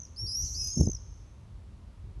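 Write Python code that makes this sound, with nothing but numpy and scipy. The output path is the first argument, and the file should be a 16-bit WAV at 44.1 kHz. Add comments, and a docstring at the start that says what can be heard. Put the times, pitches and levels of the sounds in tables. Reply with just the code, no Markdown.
"""A street of houses: four swifts scream past, overlapping, as a fifth scream is just ending.
Each whistle sweeps up, buzzes with a fast trill of pitch and loudness, and breaks into short sagging notes.
Delayed copies give the wall echoes; decaying noise smears the fainter tail.
Shaped noise makes the wind rumble, one gust and the quiet outdoor hush; push-pull pulses buffet the microphone."""
import sys
import numpy as np
from scipy import signal
from scipy.fft import rfft, irfft, next_fast_len
from scipy.io import wavfile
from scipy.ndimage import map_coordinates

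SR = 44100
rng = np.random.default_rng(int(sys.argv[2]) if len(sys.argv) > 2 else 0)


def store_wav(level_fs):
    """Save 16-bit WAV to argv[1]."""
    pcm = np.round(np.clip(np.atleast_2d(level_fs), -1, 1) * 32767)
    wavfile.write(sys.argv[1], SR, pcm.T.astype(np.int16))


N = 97020  # samples, 2.2 s

# Outdoor hush spectrum: frequency_hz, relative_db
HUSH_SPECTRUM = [(120, -16), (200, -1), (377, -14.5), (620, -13.5), (843, -18.5), (919, -14.5), (1670, -24),
                 (3620, -27), (4920, -29.5), (9280, -36), (12000, -36.5), (15600, -73), (22000, -120)]
# Wind rumble level over time: time_s, level_db
RUMBLE_LEVEL = [(0, -44.5), (.05, -47), (.2, -49), (.24, -29.5), (.31, -47), (.36, -43.5), (.44, -34),
                (.47, -43.5), (.58, -38.5), (.76, -44.5), (.81, -27), (.9, -36), (1.01, -46), (1.11, -41),
                (1.19, -48), (1.76, -45), (1.98, -50), (2.07, -40), (2.14, -46.5), (2.2, -35)]
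# Wind rumble spectrum: frequency_hz, relative_db
RUMBLE_SPECTRUM = [(21, -36), (35, 4.5), (59, 4), (102, -1), (157, -15), (192, -17.5), (226, -27),
                   (400, -27.5), (520, -42), (880, -120)]
# Gust level over time: time_s, level_db
GUST_LEVEL = [(0.754, -63), (0.773, -30.5), (0.811, -27), (0.851, -37), (0.876, -34), (0.897, -32),
              (.92, -88), (.96, -85)]
# Gust spectrum: frequency_hz, relative_db
GUST_SPECTRUM = [(30, 5), (80, 0), (220, 4), (400, -9.5), (600, -22.5), (900, -45.5), (2000, -55.5)]
# Eddies hitting the microphone: time_s, decay_s, strength_db
PUFFS = [(.776, 0.0028, -24), (.798, 0.0059, -22.5), (0.8117, .003, -8.5), (.836, 0.004, -23),
         (0.8747, 0.0018, -13.5), (0.8943, 0.0027, -24.5)]
# Near-wall reflections: delay_s, gain_db
WALLS = [(.0031, -17.5), (.0074, -22), (0.0148, -20), (.021, -22.5)]
# Filter on the echo tail: frequency_hz, gain_db
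TAIL_FILTER = [(3000, -23), (5000, -1), (5600, 2), (6500, -1.5), (7500, -18), (11000, -34)]
# Spectrum of the ending scream's echo: frequency_hz, relative_db
EARLIER_ECHO_SPECTRUM = [(4500, -45), (5600, -1), (6200, 5), (6700, 0), (7300, -26), (9000, -57)]
# Air in the throat: frequency_hz, relative_db
HISS_SPECTRUM = [(2000, -27), (4000, -0.5), (5500, 6), (6900, 4), (7700, 1), (9500, -4), (11200, 5),
                 (12500, -11)]
# Tick opening each trill pulse: frequency_hz, relative_db
TICK_SPECTRUM = [(3500, -41), (5500, -8), (6900, -4), (7700, -10), (9500, -9), (11200, -8), (12500, -24)]
# One scream per table: time_s, pitch_hz, level_db, trill_depth (no unit), hoarseness_db
BUZZING_SCREAM = [(0.161, 4500, -52.5, 0.46, -45), (0.174, 5100, -48, 0.27, -56),
                  (.19, 5407, -38, 0.12, -64), (0.233, 5566, -39.5, 0.16, -65),
                  (0.29, 5452, -41, 0.34, -50), (.395, 5514, -44, 0.53, -48), (.42, 5772, -37, 0.81, -37),
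                  (.465, 5920, -37, 0.95, -31), (.49, 5760, -41, 1.07, -36), (0.534, 5880, -41, 1.09, -38),
                  (0.573, 5710, -40.5, 1.1, -46), (0.609, 5830, -44.5, 0.92, -31),
                  (0.644, 6095, -40.5, 0.6, -33), (.695, 6260, -39.5, 0.45, -36),
                  (0.739, 6475, -38.5, 0.21, -35), (.79, 6200, -38.5, 0.57, -40),
                  (0.836, 6365, -41.5, 0.48, -36), (.861, 6370, -49.5, 1.4, -26)]
NEAR_SCREAM = [(0.261, 4296, -49, .1, -35), (.274, 4880, -41.5, .1, -50), (0.29, 5025, -35, 0.087, -48),
               (.311, 4935, -36.5, .1, -24), (.34, 5230, -37, 0.33, -28.5), (.357, 5544, -33, 0.33, -74),
               (0.376, 5713, -32, .2, -65), (0.404, 5774, -33, 0.23, -35), (0.421, 5790, -40, 0.29, -17)]
LOW_SCREAM = [(.541, 4124, -52, .1, -45), (.549, 4600, -46, .1, -45), (0.565, 5020, -41.5, .1, -32),
              (.606, 5175, -37, .1, -26), (0.633, 5086, -37.5, 0.13, -24), (0.664, 5040, -38, 0.088, -26.5),
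              (0.694, 5030, -37.5, 0.17, -22), (.703, 4990, -51, .35, -20), (.716, 5140, -41, .3, -27),
              (.73, 5140, -49, .4, -25)]
RISING_SCREAM = [(0.551, 4580, -45.5, 0.076, -47), (0.579, 5290, -42.5, .2, -40),
                 (0.599, 5670, -37.5, .14, -40), (.611, 5840, -37.5, 0.24, -32)]
# One voice per scream: trill_hz, swing_hz (per unit trill depth), octave_db, rasp_db, undertone_db
VOICES = [(244, 302, -20, -21, -5), (291.7, 100, -18, -25, -20), (292, 37, -21.5, -38, -7.5),
          (261.5, 200, -29, -31, -7)]
# Closing notes: start_s, length_s, pitch_hz, level_db, octave_db
CLOSING_NOTES = [(.0005, 0.0031, 6240, -37, -39), (.016, 0.0065, 6110, -40, -46),
                 (0.032, 0.0047, 5970, -40.5, -31), (.050, .005, 5750, -44, -28),
                 (.064, .0076, 5070, -61.5, -27), (0.422, .0058, 5400, -39, -14.5),
                 (0.433, 0.0053, 5310, -41, -25), (0.447, .0055, 5080, -43.5, -18),
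                 (.461, 0.0037, 4660, -46, -17), (.475, 0.0038, 4400, -48, -30),
                 (.489, .004, 4182, -49, -32), (0.612, 0.009, 5510, -35, -17.5),
                 (.642, 0.0063, 5820, -32, -12), (.671, 0.0047, 5830, -33, -12),
                 (0.702, 0.0038, 5720, -32.5, -15), (0.728, 0.006, 5450, -42, -21),
                 (0.73, 0.0094, 4910, -46, -9), (0.752, 0.0125, 5277, -41, -17.5),
                 (0.772, .017, 5520, -39.5, -16), (0.8, 0.015, 5510, -39, -12.5),
                 (0.828, 0.012, 5390, -42, -11), (0.852, 0.015, 5130, -49, -14.5),
                 (0.866, 0.0065, 6240, -34.5, -29), (0.882, 0.0068, 6160, -36, -28),
                 (.898, 0.0071, 6350, -32.5, -29), (0.914, 0.0061, 6250, -34, -22),
                 (0.9305, 0.0061, 6040, -36.5, -19), (0.9481, 0.0055, 5800, -34.5, -28),
                 (0.965, 0.0067, 5240, -46.5, -36)]
# Microphone response: frequency_hz, gain_db
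MICROPHONE_RESPONSE = [(15, -33), (28, -16), (50, 0.5), (11000, 0), (11700, -7), (12400, -19)]

HUSH_DB = -62.5
PUFF_EDGE_S = 0.00057  # push-to-pull turn
TAIL_DB, TAIL_T60_S, TAIL_ONSET_S = -21, 0.94, 0.12
DOPPLER_SPREAD_HZ = 290  # fast flight smears the echo tail up and down in pitch
EARLIER_ECHO_DB = -59.5
ATTACK_S, RELEASE_S = 0.0033, 0.0017
WAVER_HZ, FLUTTER_DB = 22.5, 1.0  # random pitch and level drift
RASP_WIDTH_HZ, OCTAVE_BLUR_HZ, HALF_BLUR_HZ = 580, 460, 263  # fringes at 1, 2 and 1.5 times the pitch
OCTAVE_BLUR_SHARE = 0.51  # of the octave
HISS_DB = -4.5  # re hoarseness
TRILL_JITTER_SHARE = 0.0135  # of the trill rate
TRILL_EDGE, TRILL_SHUT = 2.18, 0.14  # pulse steepness, cosine threshold
SWING_LEAD_RAD, SWING_SAW, SWING_SCATTER = 0.91, 0.29, 0.15  # lead on loudness; saw and random shares
TICK_LEAD_RAD, TICK_SHARPNESS = 1.44, 6.5
TICK_DB, LEAP_HZ = -14.5, 480  # at trill depth 1
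NOTE_SAG_HZ_PER_S = 7400
NOTE_HOARSE_DB, NOTE_RASP_DB, NOTE_UNDERTONE_DB = -15, -20.5, -17.5
TOP_HZ = 12600


def amp(db):
    """Decibels to gain."""
    return 10 ** (np.asarray(db) / 20)


def unit(x):
    """Scale to rms 1."""
    return x / np.sqrt(np.mean(x ** 2) + 1e-20)


def curves(rows):
    """Interpolate each column after the time to one value per sample."""
    time_s, *columns = np.transpose(rows)
    return [np.interp(np.arange(N) / SR, time_s, column) for column in columns]


def wobble(knots_hz, size=N):
    """Smooth random curve through knots_hz random values a second."""
    knots = rng.standard_normal(size + 4)
    return map_coordinates(knots, [np.arange(size) * knots_hz / SR])


def filtered(x, response):
    """Apply a response, a function of frequency in Hz."""
    padded = next_fast_len(len(x) + SR // 10)
    spectrum = rfft(x, padded) * response(np.fft.rfftfreq(padded, 1 / SR))
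    return irfft(spectrum, padded)[:len(x)]


def coloured(x, points):
    """Apply (frequency_hz, gain_db) points, interpolated on a log axis."""
    point_hz, gain_db = np.transpose(points)
    return filtered(x, lambda hz: amp(np.interp(np.log(hz + 1), np.log(point_hz + 1), gain_db)))


def noise(points, size=N):
    """Coloured noise of rms 1."""
    return unit(coloured(rng.standard_normal(size), points))


def gate(t, length_s):
    """Rounded attack, hold and release."""
    attack = np.sin(np.pi / 2 * np.clip(t / ATTACK_S, 0, 1))
    release = np.sin(np.pi / 2 * np.clip((length_s - t) / RELEASE_S + .5, 0, 1)) ** 2
    return attack * release


def hush():
    """Steady outdoor background, strongest at low frequencies."""
    return amp(HUSH_DB) * noise(HUSH_SPECTRUM)


def wind():
    """Low rumble, and one gust whose eddies push and then pull on the microphone."""
    t = np.arange(N) / SR
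    rumble = amp(curves(RUMBLE_LEVEL)[0]) * noise(RUMBLE_SPECTRUM)
    start_s, end_s = GUST_LEVEL[0][0], GUST_LEVEL[-1][0]
    gust = amp(curves(GUST_LEVEL)[0]) * noise(GUST_SPECTRUM) * gate(t - start_s, end_s - start_s)
    puffs = np.zeros(N)
    for time_s, decay_s, strength_db in PUFFS:
        push_pull = -np.tanh((t - time_s) / PUFF_EDGE_S)
        fade = np.exp(-np.hypot(t - time_s, PUFF_EDGE_S) / decay_s)
        puffs += amp(strength_db) * push_pull * fade
    return rumble + gust + puffs


def tail_decay():
    """Exponential fall of 60 dB per TAIL_T60_S."""
    return amp(-60 * np.arange(N) / SR / TAIL_T60_S)


def earlier_echo():
    """Decaying noise: the ending scream still hangs in the street."""
    return amp(EARLIER_ECHO_DB) * tail_decay() * noise(EARLIER_ECHO_SPECTRUM)


def wall_echoes(x):
    """Delayed copies from a few near walls; each delay is a phase slope."""
    def response(hz):
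        return sum(amp(gain_db) * np.exp(-2j * np.pi * hz * delay_s) for delay_s, gain_db in WALLS)
    return filtered(x, response)


def street_tail(x):
    """Faint Doppler-smeared reverberation from the houses around."""
    onset = 1 - np.exp(-np.arange(N) / SR / TAIL_ONSET_S)
    impulse = rng.standard_normal(N) * tail_decay() * onset
    smeared = x * wobble(2 * DOPPLER_SPREAD_HZ)
    echo = signal.fftconvolve(smeared, impulse / np.linalg.norm(impulse))[:N]
    return amp(TAIL_DB) * coloured(echo, TAIL_FILTER)


def fringe(phase, width_hz):
    """Narrow noise that follows a tone, from random quadrature amplitudes."""
    in_phase = wobble(2 * width_hz, len(phase)) * np.sin(phase)
    return in_phase + wobble(2 * width_hz, len(phase)) * np.cos(phase)


def syrinx(pitch_hz, octave_db, hoarse_db, rasp_db, undertone_db):
    """Raspy whistle and octave; hoarseness adds hiss, a half-pitch undertone and a blurred overtone."""
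    size = len(pitch_hz)
    phase = 2 * np.pi * np.cumsum(pitch_hz + WAVER_HZ * wobble(350, size)) / SR
    whistle = np.sin(phase) + amp(rasp_db) * fringe(phase, RASP_WIDTH_HZ)
    octave = np.sin(2 * phase) + OCTAVE_BLUR_SHARE * fringe(2 * phase, OCTAVE_BLUR_HZ)
    undertone = amp(undertone_db) * np.sin(phase / 2)
    overtone = fringe(1.5 * phase, HALF_BLUR_HZ) / 2
    hiss = amp(HISS_DB) * noise(HISS_SPECTRUM, size)
    voice = whistle + amp(octave_db) * octave + amp(hoarse_db) * (undertone + overtone + hiss)
    return np.sqrt(2) * voice * amp(FLUTTER_DB * wobble(260, size))  # sqrt(2): plain sine to rms 1


def scream(rows, trill_hz, swing_hz, octave_db, rasp_db, undertone_db):
    """The trill swings pitch and loudness; a deep trill chops the whistle into sharp falling pulses."""
    pitch_hz, level_db, depth, hoarse_db = curves(rows)
    cycle = 2 * np.pi * np.cumsum(trill_hz * (1 + TRILL_JITTER_SHARE * wobble(60.4))) / SR
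    pulses = np.exp(depth * np.tanh(TRILL_EDGE * (np.cos(cycle) - TRILL_SHUT)))
    pulses /= np.sqrt(np.i0(2 * depth))  # offsets the level rise with depth
    opening = np.exp(TICK_SHARPNESS * (np.cos(cycle + TICK_LEAD_RAD) - 1))
    # pitch jumps up and slides down
    lead = cycle + SWING_LEAD_RAD
    swing_shape = np.cos(lead) - SWING_SAW * np.sin(2 * lead) + SWING_SCATTER * wobble(300)
    swing = swing_hz * depth * swing_shape
    leap = LEAP_HZ * depth ** 2 * (opening - opening.mean())
    voice = syrinx(pitch_hz + swing + leap, octave_db, hoarse_db, rasp_db, undertone_db)
    ticks = amp(TICK_DB) * depth ** 4 * opening * noise(TICK_SPECTRUM)
    start_s, end_s = rows[0][0], rows[-1][0]
    envelope = gate(np.arange(N) / SR - start_s, end_s - start_s) * amp(level_db)
    return envelope * (pulses * voice + ticks)


def closing_notes():
    """Short sagging whistles that end each scream; the brighter ones are also hoarser."""
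    out = np.zeros(N)
    t = np.arange(SR // 20) / SR
    for start_s, length_s, pitch_hz, level_db, octave_db in CLOSING_NOTES:
        sagging_hz = pitch_hz - NOTE_SAG_HZ_PER_S * (t - length_s / 2)
        hoarse_db = NOTE_HOARSE_DB + octave_db / 2
        note = syrinx(sagging_hz, octave_db, hoarse_db, NOTE_RASP_DB, NOTE_UNDERTONE_DB)
        start = round(start_s * SR)
        out[start:start + len(t)] += amp(level_db) * gate(t, length_s) * note
    return out


def scene():
    """Swifts echoing between the houses, wind and hush."""
    screams = [BUZZING_SCREAM, NEAR_SCREAM, LOW_SCREAM, RISING_SCREAM]
    birds = sum(scream(rows, *voice) for rows, voice in zip(screams, VOICES)) + closing_notes()
    street = birds + wall_echoes(birds) + street_tail(birds) + earlier_echo()
    return (street + wind() + hush())[None]


def record(dry):
    """The microphone loses the deepest bass and top treble; nothing is kept from TOP_HZ up."""
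    heard = coloured(dry[0], MICROPHONE_RESPONSE)
    return filtered(heard, lambda hz: hz < TOP_HZ)[None]


dry = scene()
out = record(dry)
store_wav(out)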